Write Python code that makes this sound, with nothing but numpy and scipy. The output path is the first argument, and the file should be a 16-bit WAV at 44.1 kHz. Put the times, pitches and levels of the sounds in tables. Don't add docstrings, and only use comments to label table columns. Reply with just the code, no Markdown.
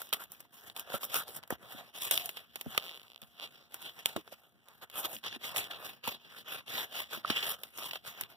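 import sys
import numpy as np
from scipy import signal
from scipy.fft import rfft, irfft, next_fast_len
from scipy.io import wavfile
from scipy.ndimage import uniform_filter1d, map_coordinates

SR = 44100
rng = np.random.default_rng(int(sys.argv[2]) if len(sys.argv) > 2 else 0)


def how_loud(loudness_db):
    steps = np.asarray(loudness_db, float) / 20
    return 10 ** steps


def transcribe(signal):
    frames = np.atleast_2d(signal).T
    limited = np.clip(frames, -1, 1)
    pcm = np.round(limited * 32767).astype(np.int16)
    wavfile.write(sys.argv[1], SR, pcm)


N = 368676
BIN_HZ = np.fft.rfftfreq(next_fast_len(N), 1 / SR)

# peak_s, level_db, rise_s, fall_s, film_hiss_db
HAND_STROKES = [(.001, -59.5, .01, 0.16, 6), (0.135, -44.5, 0.014, 0.07, -4),
                (0.214, -58.5, 0.033, 0.053, 4.5), (.328, -71.5, 0.034, 0.16, 5),
                (0.546, -64.5, 0.04, 0.14, 3.5), (0.672, -61, 0.054, 0.068, 2),
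                (0.771, -54, 0.028, 0.09, 0), (0.962, -46, 0.12, 0.033, 3.5),
                (1.037, -52, 0.048, 0.047, 11), (1.152, -39, 0.087, 0.11, 6.5), (1.288, -59, 0.034, .12, 5),
                (1.372, -64, 0.043, 0.042, 3.5), (1.52, -50.5, 0.025, 0.048, 0),
                (1.735, -56, 0.15, 0.22, -6),
                (1.96, -49.5, 0.033, 0.082, -2.5), (2.032, -41.5, 0.04, 0.16, 3),
                (2.125, -46.5, 0.018, 0.08, -2.5), (2.2, -49, 0.069, 0.2, 1.5),
                (2.371, -58, 0.012, 0.095, -10), (2.615, -65, 0.14, 0.14, -12),
                (2.77, -51.5, 0.11, 0.04, -8), (2.829, -58, 0.082, 0.31, -8.5),
                (3.228, -73.5, 0.059, 0.18, -10), (3.45, -54, 0.11, 0.045, -23),
                (3.559, -63.5, 0.089, 0.14, -18), (3.743, -63, 0.066, 0.26, -6),
                (3.876, -57.5, 0.088, 0.069, -26), (3.997, -55, 0.059, 0.065, -16),
                (4.066, -47, 0.02, 0.11, -1), (4.168, -49.5, 0.0094, 0.061, -5),
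                (4.3, -73.5, 0.1, 0.22, -15), (4.327, -56.5, 0.018, 0.032, -8), (4.751, -83, 0.13, 0.1, -7),
                (4.831, -55, 0.025, 0.034, -9),
                (4.994, -42, 0.086, 0.053, 3), (5.056, -37, 0.032, 0.027, -3.5),
               (5.159, -50, 0.12, 0.045, 2.5), (5.266, -37, 0.039, 0.055, -24),
               (5.357, -47.5, 0.081, 0.022, -20), (5.447, -45.5, 0.058, 0.18, -5),
               (5.57, -40, 0.032, 0.095, -1.5), (5.666, -48.5, 0.025, 0.023, -22),
               (5.71, -51.5, 0.027, 0.075, -13), (5.85, -52, 0.11, 0.15, -4),
               (6.048, -46, 0.021, 0.039, -11), (6.089, -41, .04, 0.097, -7.5),
               (6.399, -55.5, 0.22, 0.041, -19), (6.534, -40.5, 0.09, 0.098, -8.5),
               (6.691, -44.5, 0.035, 0.07, -12), (6.781, -35.5, 0.087, 0.11, -5.5),
               (7, -41.5, 0.12, 0.087, -4), (7.144, -38, 0.063, 0.082, -5), (7.309, -38, 0.081, 0.11, -13),
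               (7.385, -45.5, 0.036, 0.043, -22), (7.436, -41.5, .04, 0.051, -9),
               (7.512, -39.5, 0.071, 0.059, 3.5), (7.641, -67, 0.083, 0.14, -6),
               (7.775, -52, 0.053, 0.062, -7), (7.83, -47, 0.068, 0.13, -12),
               (7.885, -63.5, 0.046, 0.028, -12), (7.955, -52, 0.051, 0.053, -7),
               (8.08, -47, 0.053, 0.074, -1.5), (8.219, -50.5, 0.1, 0.067, -13),
               (8.306, -58, 0.027, 0.066, -16)]
# time_s, level_db
HAND_WEIGHT = [(0, -3.5), (.2, -1.5), (.6, -2), (.96, 1.5), (1.16, -3.5), (1.4, 6.5), (1.55, 4), (1.75, 3),
               (2.0, -8.5), (2.502, -3), (3.4, -5.5), (4.001, -5), (4.8, -1), (5.05, -5.5), (5.8, 1.5),
               (6.1, -4), (6.7, -5), (8.1, -4.5)]
REST_DB, REST_FILM_DB = -79, -3
LINGER_S, LINGER_SHARE = .09, .12
SCRAPE_CURVE, FILM_CURVE = 1.73, 2.96
BODY_LAG = 0.15

# freq_hz, level_db
SCRAPE_COLOUR = [(1500, -20), (2000, -5), (2700, -1.5), (3350, 0.5), (3800, -4), (4600, -10), (5600, -15),
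                 (7500, -26)]
# freq_hz, level_db
BODY_COLOUR = [(200, -20), (400, -4), (700, 0), (950, -3), (1330, -.5), (1750, -4), (2300, -10),
               (4000, -30)]
# freq_hz, level_db
RUMBLE_COLOUR = [(25, -34), (60, -8), (120, 3), (170, 2.5), (230, -1), (350, -4), (600, -17), (1200, -36)]
# freq_hz, level_db
FILM_COLOUR = [(3500, -22.5), (5500, -3.5), (7500, -6.5), (9500, 1), (11000, 0), (14000, 5), (15500, 0.5),
               (16500, -33.5)]

# start_s, end_s, pitch_hz, width_hz, level_db
SHELL_HUMS = [(2.11, 2.32, 705, 28, -53.5), (.185, .24, 1400, 350, -49.5), (2.742, 2.77, 830, 400, -50),
              (1.36, 1.41, 1420, 120, -57.5), (4.95, 5.18, 690, 140, -52), (5.04, 5.075, 1200, 250, -45.5),
              (4.94, 5.02, 1030, 550, -48), (1.12, 1.24, 1340, 170, -40.5), (.93, .975, 1360, 50, -42),
              (1.8, 1.85, 700, 250, -57.5), (6.68, 6.87, 2040, 760, -43), (7.3, 7.56, 2000, 910, -45.5)]
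# start_s, end_s, first_rate_hz, last_rate_hz (slips per second), level_db
CREAKS = [
    (2.8, 2.82, 200, 170, -29),
    (2.8252, 2.888, 145, 190, -25.5),
    (2.897, 2.982, 190, 110, -28),
    (3.4095, 3.42, 150, 190, -26),
    (3.4215, 3.447, 250, 400, -22.5),
    (3.448, 3.466, 480, 380, -27),
    (1.13, 1.19, 170, 180, -29.5),
    (.935, .975, 720, 350, -31),
]
# start_s, level_db
LONE_SLIPS = [(2.9975, -30), (3.017, -33), (3.069, -37), (3.082, -36), (3.102, -31), (3.111, -38),
              (3.119, -31), (3.134, -35), (3.1465, -33), (3.161, -25), (3.1785, -34), (3.23, -29),
              (3.236, -31), (3.382, -37), (3.399, -22), (3.4755, -30)]
# start_s, end_s, first_rate_hz, last_rate_hz, level_db
GROANS = [
    (4.664, 4.679, 170, 180, -44),
    (4.681, 4.74, 260, 220, -42),
]

# start_s, level_db, body_db, film_hiss_db, t60_s
FOLDS = [
    (0.128, -8.5, -16.5, -9, 0.011),
    (0.1345, -16, -31, 1, 0.022),
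    (1.1426, -20, -4.5, 6.5, 0.016),
    (2.1104, -12.5, -13.5, 5, 0.025),
    (2.1762, -9.5, -27, -6, 0.009),
    (2.7772, -3, -13.5, -11, 0.0083),
    (4.0578, -6, -22.5, -2.5, 0.0085),
    (7.3, -20, 4, -20.5, 0.0053),
    (7.3025, -12, -16, -13, 0.023),
]
# start_s, level_db, body_db, film_hiss_db
CRINKLES = [(0.0173, -33, -6, 9.5), (0.09, -46, -6, 9), (0.3185, -45, 0, 17.5), (0.3475, -44, -26, -11),
            (0.404, -42, -6, 11.5), (0.7637, -28, -8, -4), (0.7953, -31.5, -28, 10.5),
            (1.1569, -16.5, -10, -2), (1.1701, -40, -13, -1), (1.476, -48, -8, 8),
            (1.5045, -39, 20.5, 17.5), (2.138, -20, -10, -7), (2.2579, -27.5, -9, 8),
            (2.2912, -24.5, -11, 1), (2.3703, -27.5, -9.5, -6), (2.5573, -25, -11.5, 1.5),
            (2.611, -25.5, -11, 2), (3.0304, -41, -13, -5), (3.217, -36.5, -11.5, 2),
            (3.7423, -30, -4.5, 6.5), (4.1629, -26, -1, -3.5), (4.6845, -43, -7, 3.5),
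            (4.8342, -45.5, -3, 1), (4.9133, -44, -13, 0), (4.8987, -37, -9, -2), (5.641, -29.5, -27, -3),
            (6.0762, -24, -9, 3), (7.634, -25, -14.5, -0.5), (7.933, -24, -9.5, -7),
            (8.2103, -27.5, -5.5, 11.5)]
# start_s, level_db, body_db, t60_s
BEAD_CRACKS = [(0.6988, -29.5, -11, 0.013), (0.9202, -32.5, 5, 0.0087), (1.0319, -26, -18, 0.029),
               (1.4291, -35, -4, .008), (1.4353, -31, -5, 0.012), (1.952, -38.5, -3.5, .024),
               (2.8931, -26.5, -27, 0.012), (5.0495, -27, -18, 0.023), (5.2378, -35, -4, 0.029),
               (5.557, -41, -11, .017), (5.5617, -17.5, -27, 0.019), (5.7101, -28.5, -10.5, 0.038),
               (6.0406, -31, -10, 0.016), (6.6797, -28, -18, 0.012), (6.754, -23, -15, 0.019),
               (7.4263, -22, -18, 0.074), (7.824, -23, -13, 0.012), (7.848, -34, -17, 0.0087),
               (7.785, -29, -4, 0.008), (8.084, -30, -17, .012), (5.165, -28.5, -22, 0.012),
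               (5.186, -39, -11, .01), (5.582, -15, -18, 0.0089), (6.09, -24, -5, .014),
               (7.91, -22.5, -27, 0.021), (7.9562, -26, -6.5, 0.02), (8.236, -21, -29, 0.0051),
               (2.0188, -27, -37, .015), (4.0955, -33, -4, .012), (7.1092, -36, -15, .015),
               (7.3831, -31, -19, 0.022), (7.4784, -33, -10, 0.013), (8.0486, -39, -2.5, 0.017),
               (8.1978, -40, -16, 0.0066), (7.329, -29, -18, 0.0094), (2.797, -33, -14.5, .012),
               (2.748, -32, -3, .012), (.205, -37, 0, .01), (4.276, -38, -1.5, 0.014)]
CRINKLE_T60_S, CRACK_FILM_DB = 0.019, -16
STEP_SPREAD_S = .0003

# start_s, level_db, pitch_hz, t60_s
SHELL_THUDS = [(0.939, -31, 162, 0.064), (1.169, -42, 103, 0.057), (1.505, -37, 205, 0.03),
               (1.523, -18.5, 250, 0.0096), (1.745, -41.5, 207, 0.054), (2.189, -51, 129, 0.093),
               (2.662, -32, 168, 0.084), (3.223, -48, 146, 0.1), (4.161, -22.5, 222, 0.022),
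               (4.172, -32.5, 346, 0.066), (5.153, -48.5, 226, 0.11), (5.36, -38, 254, 0.046),
               (6.076, -30, 184, 0.03), (7.172, -37.5, 237, 0.05), (7.299, -26, 231, 0.04),
               (8.224, -44.5, 103, 0.08)]
# start_s, level_db, pitch_hz, t60_s
RIM_KNOCKS = [(0.126, -33, 1300, 0.048), (0.941, -25, 593, 0.039), (1.031, -32, 1104, 0.024),
              (1.504, -33, 530, 0.051), (2.778, -17, 1190, 0.006), (4.323, -38.5, 587, 0.025),
              (6.074, -22, 910, 0.017), (7.248, -10, 1270, 0.0064), (2.661, -35.5, 526, .03),
              (4.162, -31.5, 620, 0.013), (6.606, -40, 1100, 0.016), (7.3, -24, 1140, 0.013),
              (.017, -32, 1400, 0.016)]

# freq_hz, level_db
ROOM_COLOUR = [(25, -5.5), (60, 32), (260, -12.5), (500, 2.5), (3300, 8), (5000, -18), (8000, -20),
               (14000, -11.5)]
ROOM_DB = -77
# pitch_hz, level_db
FAN_TONES = [(237, -81), (700, -82.5)]

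# freq_hz, level_db
PORT_BALANCE = [(60, -5), (110, 3.5), (380, 0), (700, -1), (2380, 0.5), (4400, -1), (8120, 4), (15000, -3)]
# freq_hz, share (0 to 1)
PORT_ALIKE = [(40, .75), (170, .1), (500, .45), (1100, .75), (2300, .72), (8800, .5), (10500, .12),
              (15000, .12)]
# freq_hz, turn_rad (added to the lag)
CASE_TURN_RAD = [(45, 6.2), (130, 5.2), (180, 4.5), (230, 3.3), (300, 3), (400, 2.3), (640, 1.6), (1100, 0)]
# freq_hz, gap_db
STEREO_GAP = [(500, 11), (2200, 6.5), (4500, 5.5), (7000, 5), (9000, 4), (15000, 7)]
PORT_LAG_S, LAG_SWAY_S = .000449, .000005
ATTACK_DB = 7
STEADY_TOP_HZ, SNAP_TOP_HZ = 15600, 16400


def strokes():
    scrape_db = pressure(SCRAPE_CURVE)
    film_db = pressure(FILM_CURVE, film=0.96)
    weight_db = np.interp(np.arange(N) / SR, *np.transpose(HAND_WEIGHT))
    body_db = scrape_db + weight_db - BODY_LAG * (scrape_db + 50)
    rumble_db = body_db - 8.5 - 0.46 * (body_db + 58)
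    tick_db = 9.5 + np.minimum(2.0 * rng.exponential(size=N), 9) - 0.45 * (scrape_db + 73.5)
    ticks = (rng.random(N) < 130 / SR) * how_loud(tick_db)
    ticks = signal.lfilter([1], [1, -.93], ticks)
    flutter_db = 1.4 * walk(45) + 2.1 * walk(260)

    def layer(shape, level_db, trim_db, grit_db, tick_gain):
        swing = how_loud(level_db + trim_db + flutter_db + 1.2 * walk(25))
        return colour(jerks(grit_db) * swing * (1 + tick_gain * ticks), shape)

    rub = layer(SCRAPE_COLOUR, scrape_db, trim_db=-1.02, grit_db=1.6, tick_gain=0.2)
    rub = rub + layer(BODY_COLOUR, body_db, trim_db=-2.0, grit_db=1.6, tick_gain=0.24)
    rub = rub + layer(RUMBLE_COLOUR, rumble_db, trim_db=-2.5, grit_db=0.54, tick_gain=0.046)
    rub = rub + layer(FILM_COLOUR, film_db, trim_db=-5.0, grit_db=3.57, tick_gain=0.62)
    return wander(rub, spread_db=3, octaves=.25, hold_s=.05)


def pressure(curve, film=0):
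    t = np.arange(N) / SR
    root = np.full(N, how_loud((REST_DB + film * REST_FILM_DB) / curve))
    for s, db, rise_s, fall_s, film_db in HAND_STROKES:
        span = slice(max(int((s - rise_s) * SR), 0), int((s + fall_s) * SR))
        ramp = np.interp(t[span], (s - rise_s, s, s + fall_s), (0, 1, 0))
        root[span] += how_loud((db + film * film_db) / curve) * ramp
    keep = np.exp(-1 / (LINGER_S * SR))
    root = root + LINGER_SHARE * signal.lfilter([1 - keep], [1, -keep], root)
    return 20 * curve * np.log10(root)


def jerks(spread_db):
    size = how_loud(spread_db * np.minimum(rng.exponential(size=N), 7))
    x = rng.standard_normal((2, N)) * size
    return x / np.sqrt(np.mean(x ** 2))


def wander(x, spread_db, octaves, hold_s):
    hz, s, frames = signal.stft(x, SR, nperseg=512)
    place = np.meshgrid(np.log2(1 + hz / 300) / octaves, s / hold_s, indexing="ij")
    patches = map_coordinates(rng.standard_normal((60, 400)), place, order=1, mode="wrap")
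    return signal.istft(frames * how_loud(spread_db * patches), nperseg=512)[1][:, :N]


def hums():
    out = np.zeros((2, N))
    for start, end, hz, width_hz, db in SHELL_HUMS:
        span = slice(int(start * SR), int(end * SR))
        noise = rng.standard_normal((2, SR // 2))[:, :span.stop - span.start]
        ring = signal.lfilter(*signal.iirpeak(hz, hz / width_hz, fs=SR), noise)
        fade = signal.windows.tukey(ring.shape[1], .6)
        out[:, span] += ring / ring.std() * how_loud(db) * fade
    return out


def creaks():
    slips = slip_train(CREAKS)
    for s, db in LONE_SLIPS:
        slips[:, int(s * SR)] = how_loud(db)
    grit = rng.standard_normal((2, N)) * signal.lfilter([1], [1, -.97], slips)
    slips = slips + 0.07 * grit
    groan = signal.lfilter(*signal.iirpeak(1050, 1.6, fs=SR), slip_train(GROANS)) * how_loud(14)
    beads = colour(slips, SCRAPE_COLOUR)
    shell = how_loud(-11) * colour(slips, BODY_COLOUR)
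    film = how_loud(-17) * colour(slips, FILM_COLOUR)
    return beads + shell + film + groan


def slip_train(table):
    slips = np.zeros((2, N))
    for start, end, rate, last_rate, db in table:
        s = start
        for late, size in rng.standard_normal((60, 2)):
            if s < end:
                slips[:, int(s * SR)] = how_loud(db + 1.8 * size)
            s += np.exp(0.09 * late) / np.interp(s, (start, end), (rate, last_rate))
    return slips


def snaps():
    events = FOLDS + [(*row, CRINKLE_T60_S) for row in CRINKLES]
    events = events + [(s, db, body_db, CRACK_FILM_DB, t60) for s, db, body_db, t60 in BEAD_CRACKS]
    start, level_db, body_db, film_db, t60 = np.transpose(events)
    start = start + .0007
    second_start = start + STEP_SPREAD_S * rng.random(len(events))
    t60 = np.clip(t60, .004, .2)

    def layer(shape, peak_db, stretch):
        step, tail = np.zeros((2, N)), np.zeros(N)
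        for s, late_s, db, decay_s in zip(start, second_start, peak_db, t60):
            step[[0, 1], [int(s * SR), int(late_s * SR)]] = how_loud(db + 7.5)
            add(tail, s - .0002, db - 5.5, decay_s * stretch, .0002)
            add(tail, s, db - 26.0, decay_s * 5.3, .002)
        return colour(step + rng.standard_normal((2, N)) * tail, shape)

    beads = layer(SCRAPE_COLOUR, level_db - 3.5, stretch=1.1)
    shell = layer(BODY_COLOUR, level_db + body_db - 2.5, stretch=1.5)
    film = layer(FILM_COLOUR, level_db + film_db - 3.6, stretch=.7)
    return beads + shell + film


def thuds():
    out = np.zeros((2, N))
    blows = SHELL_THUDS + RIM_KNOCKS
    for (s, db, hz, t60), turn in zip(blows, rng.random((len(blows), 4))):
        shape = np.zeros(N)
        add(shape, s + .35 / hz, db - 1.5, np.clip(t60, .01, .3), .0008)
        i = np.flatnonzero(shape)
        t = (i - i[0]) / SR
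        swing = 2 * np.pi * hz * t * np.exp(-2.5 * t)
        near = 0.51 * np.sin((1.118 + 0.47 * turn[0]) * swing + 2 * np.pi * turn[1]) * min(600 / hz, 1)
        upper = np.sin((2.0 + 1.4 * turn[2]) * swing) * np.exp(-t / 0.0038) * min(300 / hz, 1) ** 2
        lower = 0.25 * np.sin(0.59 * swing) * min(600 / hz, 1)
        main = np.sin(swing + np.array([[0], [2 * turn[3]]]))
        out[:, i] += shape[i] * (main + near + upper + lower)
    return out


def room():
    swell_db = 0.66 * walk(5.4)
    tones = np.zeros(N)
    for hz, db in FAN_TONES:
        level = how_loud(db + 2.0 * walk(2.5))
        phase = 2 * np.pi * np.cumsum(hz * (1 + 0.0074 * walk(6))) / SR
        tones += level * np.sin(phase)
    air = rng.standard_normal((2, N)) * how_loud(ROOM_DB + swell_db)
    return colour(air, ROOM_COLOUR) + tones


def on_hz(table, grid=BIN_HZ):
    hz, value = np.transpose(table)
    return np.interp(np.log(grid + 1), np.log(hz), value)


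def colour(x, table, size=4096):
    cep = irfft(np.log(how_loud(on_hz(table, np.fft.rfftfreq(size, 1 / SR)))))
    cep[1:size // 2] *= 2
    cep[size // 2 + 1:] = 0
    response = irfft(np.exp(rfft(cep)))[:size // 2]
    response = response / np.sqrt(np.sum(response ** 2))
    return signal.oaconvolve(x, response[None], axes=1)[:, :N]


def walk(rate):
    k = int(SR / rate)
    held = np.repeat(rng.standard_normal(N // k + 1), k)
    return 1.35 * uniform_filter1d(held, k)[:N]


def add(track, s, db, t60, rise_s):
    i = int(s * SR)
    t = np.arange(min(N - i, int(1.5 * t60 * SR))) / SR
    track[i:i + len(t)] += how_loud(db - 60 * t / t60) * (1 - np.exp(-t / rise_s))


def low_pass(x, hz, depth_db):
    return signal.sosfilt(signal.ellip(8, .3, depth_db, hz, fs=SR, output="sos"), x)


def scene():
    steady = low_pass(strokes() + creaks() + hums() + room(), STEADY_TOP_HZ, 40)
    return steady + low_pass(snaps(), SNAP_TOP_HZ, 43) + thuds()


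def stronger_of_sum_and_difference(left, right):
    pair = signal.stft(np.array([left + right, left - right]) / 2, nperseg=1024)[2]
    band = (9 * np.log2(1 + np.arange(pair.shape[1]) / 40)).astype(int)
    edge = np.flatnonzero(np.diff(band, prepend=-1))
    power = np.add.reduceat(abs(pair) ** 2, edge, axis=1)
    total = power.sum(axis=(0, 1))
    attack = total > how_loud(2 * ATTACK_DB) * np.roll(total, 2)
    power = uniform_filter1d(power, size=3, axis=2)
    gap = how_loud(-2 * on_hz(STEREO_GAP, edge * SR / 1024))[:, None]
    keep = (power > power[::-1] * gap) | attack
    mid, side = signal.istft(pair * keep[:, band], nperseg=1024)[1][:, :N]
    return np.array([mid + side, mid - side])


def top_cut(x):
    return signal.sosfilt(signal.butter(12, 16800, fs=SR, output="sos"), x)


def record(dry):
    near, other = rfft(dry, next_fast_len(N))
    alike = np.clip(on_hz(PORT_ALIKE), 0, 1)
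    turn = np.exp(1j * (2 * np.pi * BIN_HZ * PORT_LAG_S - np.pi + on_hz(CASE_TURN_RAD)))
    lean = how_loud(on_hz(PORT_BALANCE) / 2)
    right = (np.sqrt(alike) * near + np.sqrt(1 - alike) * other) * turn
    left, right = irfft(np.array([near * lean, right / lean]), next_fast_len(N))[:, :N]
    swayed = np.arange(N) + LAG_SWAY_S * SR * walk(4)
    right = map_coordinates(right, [swayed], order=5, mode="nearest")
    ports = stronger_of_sum_and_difference(left, right)
    ports = signal.sosfilt(signal.butter(4, 60, "high", fs=SR, output="sos"), ports)
    return top_cut(ports)


dry = scene()
out = record(dry)
transcribe(out)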